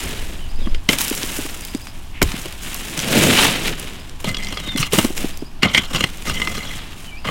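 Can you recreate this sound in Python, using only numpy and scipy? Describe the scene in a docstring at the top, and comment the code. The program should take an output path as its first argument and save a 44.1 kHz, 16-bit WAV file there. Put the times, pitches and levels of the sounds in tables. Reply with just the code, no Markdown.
"""A steel hoe chops into dry clods in a field: knocks, scrapes with a short ring, and soil sliding along.
Blade contacts are short noise bursts and dense tiny breaks, which also drive a bank of steel resonators.
Slides are random breaks in three bands, lumps, crumbs and sand, that swell, run and settle.
Lumps thud as sinking tones and stalks snap as noise bursts; birds call in the hedge as echoed gliding tones,
and a light wind rumbles on the microphone as low noise over a steady rustle."""
import sys
import numpy as np
from scipy import signal
from scipy.io import wavfile
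from scipy.ndimage import uniform_filter1d

SR = 44100
rng = np.random.default_rng(int(sys.argv[2]) if len(sys.argv) > 2 else 0)


def output_pcm(signal):
    """Save a mono or channel-first signal as 16-bit PCM at the path in sys.argv[1].

    Samples are clipped to [-1, 1] before scaling.
    """
    pcm = np.clip(np.atleast_2d(signal).T, -1, 1) * 32767
    wavfile.write(sys.argv[1], SR, np.round(pcm).astype(np.int16))


N = 321930
TIME = np.arange(N) / SR


def from_db(db):
    """Decibels to amplitude gain."""
    return 10 ** (np.asarray(db) / 20)


def band(x, low_hz, high_hz):
    """Causal band-pass."""
    edges_hz = [low_hz, min(high_hz, 0.45 * SR)]
    sos = signal.butter(2, edges_hz, "band", fs=SR, output="sos")
    return signal.sosfilt(sos, x + 1e-18)  # offset avoids denormals


def add(out, start_s, sound):
    """Mix a short sound in at start_s."""
    start = max(0, round(start_s * SR))
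    out[start:start + len(sound)] += sound[:max(0, N - start)]


def drift(turns_per_s):
    """Random broken line with a new Gaussian knot at each turn; standard deviation about 1."""
    knots = rng.standard_normal(N // 20)
    line = np.interp(TIME * turns_per_s, np.arange(len(knots)), knots)
    return line * np.sqrt(3 / 2)  # interpolation lowers the variance to 2/3


def coloured(force, spectrum, low_hz, high_hz, tilt_db_per_octave=0):
    """Force times white noise, split into third-octave bands and weighted; untilted power is kept."""
    edges_hz = np.geomspace(low_hz, high_hz, round(3 * np.log2(high_hz / low_hz)) + 1)
    centres_hz = np.sqrt(edges_hz[1:] * edges_hz[:-1])
    table_hz, table_db = np.transpose(spectrum)
    gains = from_db(np.interp(np.log(centres_hz), np.log(table_hz), table_db))
    noises = force * rng.standard_normal((2, N))
    out = np.zeros(N)
    for k, gain in enumerate(gains):
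        octaves = np.log2(centres_hz[k] / centres_hz[1])
        # neighbouring bands take independent noises
        ringing = band(noises[k % 2], edges_hz[k], edges_hz[k + 1])
        out += gain * from_db(tilt_db_per_octave * octaves) * ringing
    return out / np.sqrt(np.sum(gains ** 2 * np.diff(edges_hz)) * 2 / SR)


def crack(shape, hz, spread):
    """A brittle break: enveloped noise from hz / spread to hz * spread, with the energy of its envelope."""
    sound = shape * band(rng.standard_normal(len(shape)), hz / spread, hz * spread)
    return sound * np.linalg.norm(shape) / np.linalg.norm(sound)


def breaking(t, peak_s, swell_s, fall_s, rubble_db, rubble_s):
    """Force swells to the break and collapses; a weaker tail of rubble follows."""
    after = np.maximum(t - peak_s, 0)
    swell = np.exp(np.minimum(t - peak_s, 0) / swell_s)
    collapse = np.exp(-after / fall_s)
    rubble = from_db(rubble_db) * np.exp(-after / rubble_s)
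    return swell * np.maximum(collapse, rubble)


def fractures(per_s, size_db, clump_db, clumps_per_s):
    """Tiny breaks at random moments, many small and few large, in clumps; levelled over 79 ms."""
    sizes = from_db(size_db * np.minimum(rng.exponential(1, N), 4))
    breaks = (rng.random(N) < per_s / SR) * sizes
    force = breaks * from_db(clump_db * drift(clumps_per_s))
    return force / np.sqrt(uniform_filter1d(force ** 2, size=3500) + 1e-6)


def flow(full_s, swell_s, run_s, settle_db_per_s, swell_db=18):
    """Gain of one movement: climbs swell_db in swell_s, runs evenly from full_s, then settles."""
    early_s = np.maximum(full_s - TIME, 0)
    late_s = np.maximum(TIME - full_s - run_s, 0)
    return from_db(-np.minimum(swell_db * early_s / swell_s + settle_db_per_s * late_s, 120))


def grain_gains(moves, sand_follows=1.11):
    """Gains of lumps, crumbs and sand; overlapping movements add in power, and sand comes to rest first."""
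    power = np.zeros((3, N))
    for full_s, swell_s, run_s, crumbs_db, settle_db_per_s, lumps_db, sand_db in moves:
        gain = flow(full_s, swell_s, run_s, settle_db_per_s)
        lumps = from_db(crumbs_db + lumps_db) * gain
        crumbs = from_db(crumbs_db) * gain
        sand = from_db(crumbs_db + sand_db) * gain ** sand_follows  # dB per dB of flow
        power += np.square([lumps, crumbs, sand])
    return np.sqrt(power)


def granular(forces, spectrum, sand_tilt_db_per_octave):
    """Lumps, crumbs and sand each sound in their own range; the sand's treble is tilted."""
    # ranges of lumps, crumbs, sand: low f/Hz, high f/Hz
    zone_edges = [(70, 700), (700, 5000), (5000, 17000)]
    tilts = (0, 0, sand_tilt_db_per_octave)
    return sum(coloured(force, spectrum, *edges, tilt)
               for force, edges, tilt in zip(forces, zone_edges, tilts))


def stray_ticks(gain, level_db, size_db, low_hz, high_hz, spread, fall_s, count):
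    """Single grains crack at random moments and pitches, scaled by the movement that carries them."""
    t, out = np.arange(SR // 50) / SR, np.zeros(N)
    for when, size, pitch in rng.random((count, 3)):
        hz = low_hz * (high_hz / low_hz) ** pitch
        tick = crack(np.exp(-t / fall_s), hz, spread)
        tick_gain = gain[int(when * N)] * from_db(level_db + size_db * size ** 2)
        add(out, when * N / SR, tick_gain * tick)
    return out


def open_air(wind_db=-29.0, field_db=-41):
    """Steady rustle of the field and low wind noise on the microphone, with a few stronger gusts."""
    # gusts, Gaussian in time: centre t/s, 1/e half length/s, level/dB
    gusts = [(0.0, 0.063, -11.5), (0.365, 0.24, -25), (0.685, 0.1, -16), (6.32, 0.078, -29)]
    # wind spectrum: f/Hz, relative power density/dB
    wind_colour = [(10, 6), (19, -1.5), (27, -10), (42, -14), (60, -13.5), (80, -25), (110, -29)]
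    # rustle spectrum: f/Hz, relative power density/dB
    field_colour = [(35, -32), (60, 0.5), (346, -12.5), (437, -47), (579, -17), (1220, -18), (1310, -24),
                    (2000, -21), (2190, -73), (2470, -22), (7230, -35), (14900, -40), (16000, -45)]
    wind = from_db(wind_db)
    for centre_s, half_s, db in gusts:
        wind = wind + from_db(db) * np.exp(-((TIME - centre_s) / half_s) ** 2)
    buffeting = wind * coloured(np.ones(N), wind_colour, 10, 111.2)
    return buffeting + coloured(from_db(field_db), field_colour, 62.0, 17850)


def birds(chirp_every_s=0.062, echo_t60_s=0.15):
    """Thin gliding tones, smeared by decaying-noise echoes from the hedge."""
    # runs of rising chirps: start t/s, length/s, level/dB
    chirp_runs = [(.492, .28, -45), (1.624, .28, -41), (3.99, .03, -44.5), (5.326, .16, -44),
                  (7.17, .1, -45)]
    # slurred whistles: start t/s, length/s, start f/Hz, middle f/Hz, end f/Hz, level/dB
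    whistles = [(0.409, 0.045, 3250, 2960, 3000, -42.5), (0.443, 0.062, 3090, 2820, 2650, -48),
                (0.596, 0.082, 4100, 3350, 3330, -42), (4.615, .155, 3780, 3660, 3320, -29),
                (7.054, 0.046, 3090, 3030, 2770, -38), (7.094, 0.11, 2470, 2340, 2900, -39)]
    calls = list(whistles)
    for run_s, run_length_s, db in chirp_runs:
        for start_s in np.arange(run_s, run_s + run_length_s, chirp_every_s):
            calls.append((start_s, 0.026, 4550, 4950, 5200, db))
    out = np.zeros(N)
    for start_s, length_s, start_hz, middle_hz, end_hz, db in calls:
        u = np.linspace(0, 1, round(length_s * SR))
        glide = np.polyfit([0, 0.5, 1], [start_hz, middle_hz, end_hz], 2)
        phase = 2 * np.pi * np.cumsum(np.polyval(glide, u)) / SR
        shape = np.sqrt(np.abs(np.sin(np.pi * u)))
        add(out, start_s, from_db(db) * shape * np.sin(phase))
    t = np.arange(SR // 2) / SR
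    leaves = rng.standard_normal(len(t)) * from_db(-60 * t / echo_t60_s)
    return out + signal.fftconvolve(out, leaves / np.linalg.norm(leaves))[:N]


def ground_shake(start_s=2.232, hz=36, t60_s=0.27, db=-10):
    """A heavy blow shakes the ground under the microphone: one decaying low sine."""
    t = np.maximum(TIME - start_s, 0)
    return from_db(db - 60 * t / t60_s) * np.sin(2 * np.pi * hz * t)


def snapping(level_db=-6.5):
    """Brittle stalks and crumbs crack, each as a noise burst around its own pitch."""
    # snaps: t/s, relative level/dB, centre f/Hz
    snaps = [(0.9838, -2.5, 4470), (1.013, 0, 7900), (1.0786, -5.5, 5500), (1.097, -5, 9000),
             (1.148, -10, 8000), (1.1748, -8.5, 2970), (1.2293, -6.5, 2860), (1.412, -23, 3200),
             (1.494, -17, 2490), (1.648, -12.5, 7090), (1.7466, -13, 3200), (1.8684, -15.5, 2330),
             (2.3161, -11, 2550), (2.523, -18, 4500), (2.6317, -17, 3250), (2.742, -8, 13000),
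             (2.974, -8, 3800), (2.9894, -4, 2900), (2.999, -7.5, 2900), (3.795, -12.5, 4960),
             (4.093, -21, 3420), (5.1759, -7, 2830), (5.371, -17, 7050), (6.1, -24, 3000),
             (6.17, -22, 5760), (6.221, -19.5, 4500)]
    t, out = np.arange(SR // 25) / SR, np.zeros(N)
    shape = breaking(t, peak_s=0.003, swell_s=0.00081, fall_s=0.00059, rubble_db=-12.0, rubble_s=0.0046)
    for start_s, db, hz in snaps:
        add(out, start_s, from_db(db + level_db) * crack(shape, hz, spread=2.54))
    return out


def falling_lumps(swell_cycles=0.98, sag=0.65, sag_s=0.0017, crumble=0.38, level_db=3.0):
    """Lumps bed into loose earth, and once the ground itself shakes low: a few rough cycles that swell, sink in
    pitch and stop."""
    # thuds on soft ground, lumps and at 2.237 s the shaken ground: t/s, relative level/dB, settled f/Hz
    thuds = [(0.584, -27, 219), (0.669, -19.5, 222), (0.998, -26.5, 245), (1.112, -18.5, 268),
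             (1.236, -21, 266), (1.387, -20, 274), (1.449, -24, 274), (1.746, -17.5, 248),
             (2.237, -17.5, 70), (2.338, -23.5, 203), (4.275, -23.5, 185), (4.75, -18, 220),
             (4.794, -18, 136), (4.932, -11.5, 287), (4.98, -14, 202), (5.044, -11, 228), (5.101, -18, 290),
             (5.241, -15, 252), (5.422, -21.5, 257), (5.632, -18, 182)]
    t, out = np.arange(SR // 12) / SR, np.zeros(N)
    for start_s, db, hz in thuds:
        phase = 2 * np.pi * np.cumsum(hz * (1 + sag * np.exp(-t / sag_s))) / SR
        age = t * hz / swell_cycles
        shape = (age * np.exp(1 - age)) ** 2
        thud = shape * np.sin(phase)
        rough = crumble * crack(np.sqrt(shape), hz, spread=1.5)
        add(out, start_s, from_db(db + level_db) * (thud + rough))
    return out


def sliding_earth(lumps_db=0.5, crumbs_db=2.27, flutter_db=1.5):
    """Lumps tumble, crumbs crunch and sand trickles; the more earth moves, the denser the breaks."""
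    # slides: full flow t/s, swell/s, run/s, crumbs relative level/dB, settling/(dB/s),
    # lumps over crumbs/dB, sand over crumbs/dB
    slides = [(0.0, .01, 0.033, -32, 34, 1, -0.5), (0.59, 0.013, 0.11, -47.5, 94, 7.5, -4.5),
              (0.895, 0.0044, 0.035, -25, 255, -0.5, 0), (0.986, 0.017, 0.025, -28.5, 136, -28, 4.5),
              (1.04, 0.18, .3, -33, 27, -4, 1.8), (1.37, 0.089, 0.0086, -43, 250, -8, 11.5),
              (2.24, .005, 0.14, -35.5, 46, -4, -0.5), (2.63, 0.068, .36, -36, 28, -5, 0.5),
              (3.17, 0.22, 0.073, -20, 39, 4, -1), (3.39, 0.26, 0.062, -17, 108, -6, -4),
              (3.66, 0.074, 0.0177, -26.5, 193.5, -1, -2.5), (3.79, 0.027, 0.027, -37.5, 41, -4.5, -2.5),
              (4.2, 0.0053, 0.0066, -43, 211, 0, 2.5), (4.93, 0.018, 0.055, -25, 100, -2, 2),
              (5.17, 0.027, 0.018, -32.5, 79, -1, 1.5), (6.06, .02, 0.19, -42.5, 23, -3.5, -1),
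              (6.76, .2, 0.026, -40.5, 34, -4, -3), (6.98, 0.085, 0.083, -46.5, 118, -5, 0)]
    # earth spectrum: f/Hz, relative power density/dB
    earth_colour = [(36, -35), (62, -11), (161, 1), (287, -1.5), (526, -8), (695, -10), (856, -13),
                    (1130, -10), (1300, -11), (3070, -6), (5250, -19), (8540, -16.5), (14600, -24.5),
                    (16000, -20)]
    lumps, crumbs, sand = grain_gains(slides)
    gains = [lumps * from_db(lumps_db), crumbs * from_db(crumbs_db), sand]
    breaks = fractures(5000 + 90000 * crumbs, size_db=2.0, clump_db=1.23, clumps_per_s=310)
    forces = [breaks * gain * from_db(flutter_db * drift(110)) for gain in gains]
    # sandier soil is brighter
    sand_tilt_db_per_octave = -1.5 + 0.5 * 20 * np.log10(sand / crumbs)
    ticks = stray_ticks(crumbs, level_db=-3.0, size_db=8.5, low_hz=1800, high_hz=6500,
                        spread=2.4, fall_s=0.00065, count=260)
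    return granular(forces, earth_colour, sand_tilt_db_per_octave) + ticks


def swish(centre_s=2.175, half_s=0.035, hz=2400, db=-38):
    """The blade cuts the air just before a heavy blow: a soft band of noise, Gaussian in time."""
    return from_db(db) * crack(np.exp(-((TIME - centre_s) / half_s) ** 2), hz, spread=1.23)


def scraping(lumps_db=2.0, crumbs_db=-8.5, sand_db=-4.0, flutter_db=0.74):
    """The edge sticks and slips over grit in uneven bursts of breaks and chatters on small stones."""
    # scrapes: t/s, length/s, crumbs relative level/dB, lumps over crumbs/dB, sand over crumbs/dB
    scrapes = [(4.245, 0.062, -27.5, -3.5, -6), (4.383, .34, -31.5, -7.5, -8),
               (4.773, 0.053, -23, -14, -1.5), (5.625, 0.024, -21, -1, -13.5),
               (5.697, 0.19, -36.5, -11, -4), (5.737, 0.055, -21.5, -10, -10), (5.906, 0.023, -30, -3, -5),
               (5.934, 0.078, -23.5, -8.5, -8), (6.255, 0.038, -22.5, -6, -7), (6.336, 0.24, -30, -4, -3.5),
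               (6.578, 0.19, -32.5, -7, -6), (7.248, 0.079, -25, -3.5, -12.5)]
    # grinding spectrum: f/Hz, relative power density/dB
    steel_colour = [(70, -1), (220, 1), (330, -10.5), (600, -11), (1100, -16), (2200, -10), (3200, -12.5),
                    (4500, -18.5), (7500, -17), (11000, -22), (16000, -26.5)]
    swell_s, release_db_per_s = 0.0057, 253  # bites at once, lets go quickly
    moves = [(start_s, swell_s, length_s, db, release_db_per_s, lumps, sand)
             for start_s, length_s, db, lumps, sand in scrapes]
    levels = grain_gains(moves)
    breaks = fractures(4000, size_db=1.0, clump_db=2.5, clumps_per_s=140)
    forces = [breaks * level * from_db(db + flutter_db * drift(120))
              for level, db in zip(levels, [lumps_db, crumbs_db, sand_db])]
    chatter = stray_ticks(levels[1], level_db=-6.5, size_db=3.5, low_hz=1600, high_hz=6660,
                          spread=1.124, fall_s=0.0088, count=400)
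    return granular(forces, steel_colour, sand_tilt_db_per_octave=-1) + chatter


def knocking(crush_db=-10.5, click_db=-17.0, thump_gain_db=-5.0, grit_gain_db=-12.0,
             thump_hz=200, grit_hz=8000, lead_s=0.025):
    """A loaded clod bursts in milliseconds: a crack, with more thump and grit the crumblier the clod."""
    # knocks: t/s, relative level/dB, 0 hard pebble - 1 crumbling clod, contact f/Hz
    knocks = [(0.672, -23.5, 0.13, 1020), (0.746, -16.5, 0.23, 2920), (0.889, 0, 0.61, 2420),
              (0.931, -14, 0.65, 3280), (2.217, -1.5, 0.67, 1200), (2.226, -0.5, 0.5, 7150),
              (2.456, -22, 0.98, 3030), (4.243, -14, 0.68, 3330), (4.345, -11.5, .02, 2950),
              (4.368, -12, .1, 3460), (4.434, -18.5, .05, 5240), (4.445, -15.5, 0.046, 4200),
              (4.469, -15, 0.078, 3130), (4.524, -15.5, 0.57, 2150), (4.572, -12.5, 0.19, 2320),
              (4.674, -22, 0.73, 3400), (4.76, -15, 0.59, 2170), (4.828, -6.5, 0.19, 2220),
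              (4.922, -14.5, 0.57, 2850), (4.933, -9.5, 1, 3330), (4.986, -6.5, 0.95, 2700),
              (5.046, -13.5, 1, 2310), (5.631, -1.5, 0.4, 2680), (5.66, -20, .3, 2100),
              (5.747, -1.5, 0.21, 2580), (5.778, -3, 0.27, 3040), (5.947, -10.5, 0.65, 2900),
              (5.96, -10.5, 0.31, 2960), (6.007, -8.5, 0.48, 2950), (6.039, -3.5, 0.51, 1920),
              (6.271, -18, 0.28, 2100), (6.297, -10, 0.46, 2100), (6.399, -16.5, 0.48, 2050),
              (6.417, -10.5, 0.32, 2080), (6.473, -7, 0.29, 2200), (6.578, -19, 0.65, 2250),
              (7.287, -10.5, 0.38, 1170)]
    # crack's pitch ratio either side of the contact pitch: pebble, clod
    crack_spread = (1.69, 2.62)
    thump_over_crack_db, grit_over_crack_db = (-17, 4.5), (-26, 5)  # (pebble, clod)
    t, out = np.arange(SR // 8) / SR - lead_s, np.zeros(N)
    crush = breaking(t, peak_s=0.0013, swell_s=0.0011, fall_s=0.0032, rubble_db=-5.0, rubble_s=0.0051)
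    thump = breaking(t, peak_s=0.0023, swell_s=0.0016, fall_s=0.0077, rubble_db=-3.5, rubble_s=0.0098)
    for contact_s, db, crumbly, hz in knocks:
        spread = np.interp(crumbly, [0, 1], crack_spread)
        thump_db = thump_gain_db + np.interp(crumbly, [0, 1], thump_over_crack_db)
        grit_db = grit_gain_db + np.interp(crumbly, [0, 1], grit_over_crack_db)
        blow = from_db(crush_db) * crack(crush, hz, spread)
        blow += from_db(click_db) * crack(crush, hz, spread=1.07)
        blow += from_db(thump_db) * crack(thump, thump_hz, spread=2.13)
        blow += from_db(grit_db) * crack(crush, grit_hz, spread=1.63)
        add(out, contact_s - lead_s, from_db(db) * blow)
    return out


def blade(contact, wander_db=5.0, wanders_per_s=28):
    """Contact plus the damped steel plate's modes, which swell and fade as the point of contact wanders."""
    # modes: f/Hz, width/Hz, level dragged flat/dB, level biting edge-on/dB
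    modes = [(1168, 250, 2.5, 14.5), (1225, 40, 9, -11), (1510, 69, -5, 11), (2061, 31, 18.5, -28),
             (2114, 180, -7.5, 25.5), (2842, 124, 4, 21), (3080, 110, 2, 26.5), (3310, 40, 11, -4),
             (4120, 73, 6.5, -6), (4780, 43, 2, -19), (5380, 73, -8, 16), (5750, 85, -2, -4),
             (6900, 84, -6, 15), (8440, 90, 2, 15)]
    # how the blade is held: t/s, 0 dragged flat - 1 biting edge-on
    bite_curve = [(0, 0.98), (2.3, 1), (4.2, 0.14), (4.85, 0.14), (5.6, 0.59), (6.06, 0.38), (6.25, 0.083),
                  (7.3, 0.11)]
    # loose soil packed around the blade muffles its ring: t/s, ring level/dB
    muffle_curve = [(0, -15), (2.5, -13), (4.25, -2), (7.3, -2)]
    bite = np.interp(TIME, *np.transpose(bite_curve))
    muffled = contact * from_db(np.interp(TIME, *np.transpose(muffle_curve)))
    out = contact
    for hz, width_hz, flat_db, edge_db in modes:
        mode_db = flat_db + bite * (edge_db - flat_db) + wander_db * drift(wanders_per_s)
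        # two-pole resonator, about unit gain at its peak
        r = np.exp(-np.pi * width_hz / SR)
        zeros = [(1 - r * r) / 2, 0, -(1 - r * r) / 2]
        poles = [1, -2 * r * np.cos(2 * np.pi * hz / SR), r * r]
        out = out + signal.lfilter(zeros, poles, muffled * from_db(mode_db))
    return out


def scene():
    """Surroundings, earth and hoe at one microphone."""
    surroundings = open_air() + birds()
    earth = ground_shake() + snapping() + falling_lumps() + sliding_earth()
    hoe = swish() + blade(scraping() + knocking())
    return (surroundings + earth + hoe)[None]


def record(dry, cutoff_hz=16000):
    """The loudest peaks are squashed smoothly, then a steep low-pass cuts the top."""
    limited = dry / (1 + dry ** 6) ** (1 / 6)
    low_pass = signal.ellip(12, 0.1, 95, cutoff_hz, fs=SR, output="sos")
    return signal.sosfilt(low_pass, limited)


dry = scene()
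out = record(dry)
output_pcm(out)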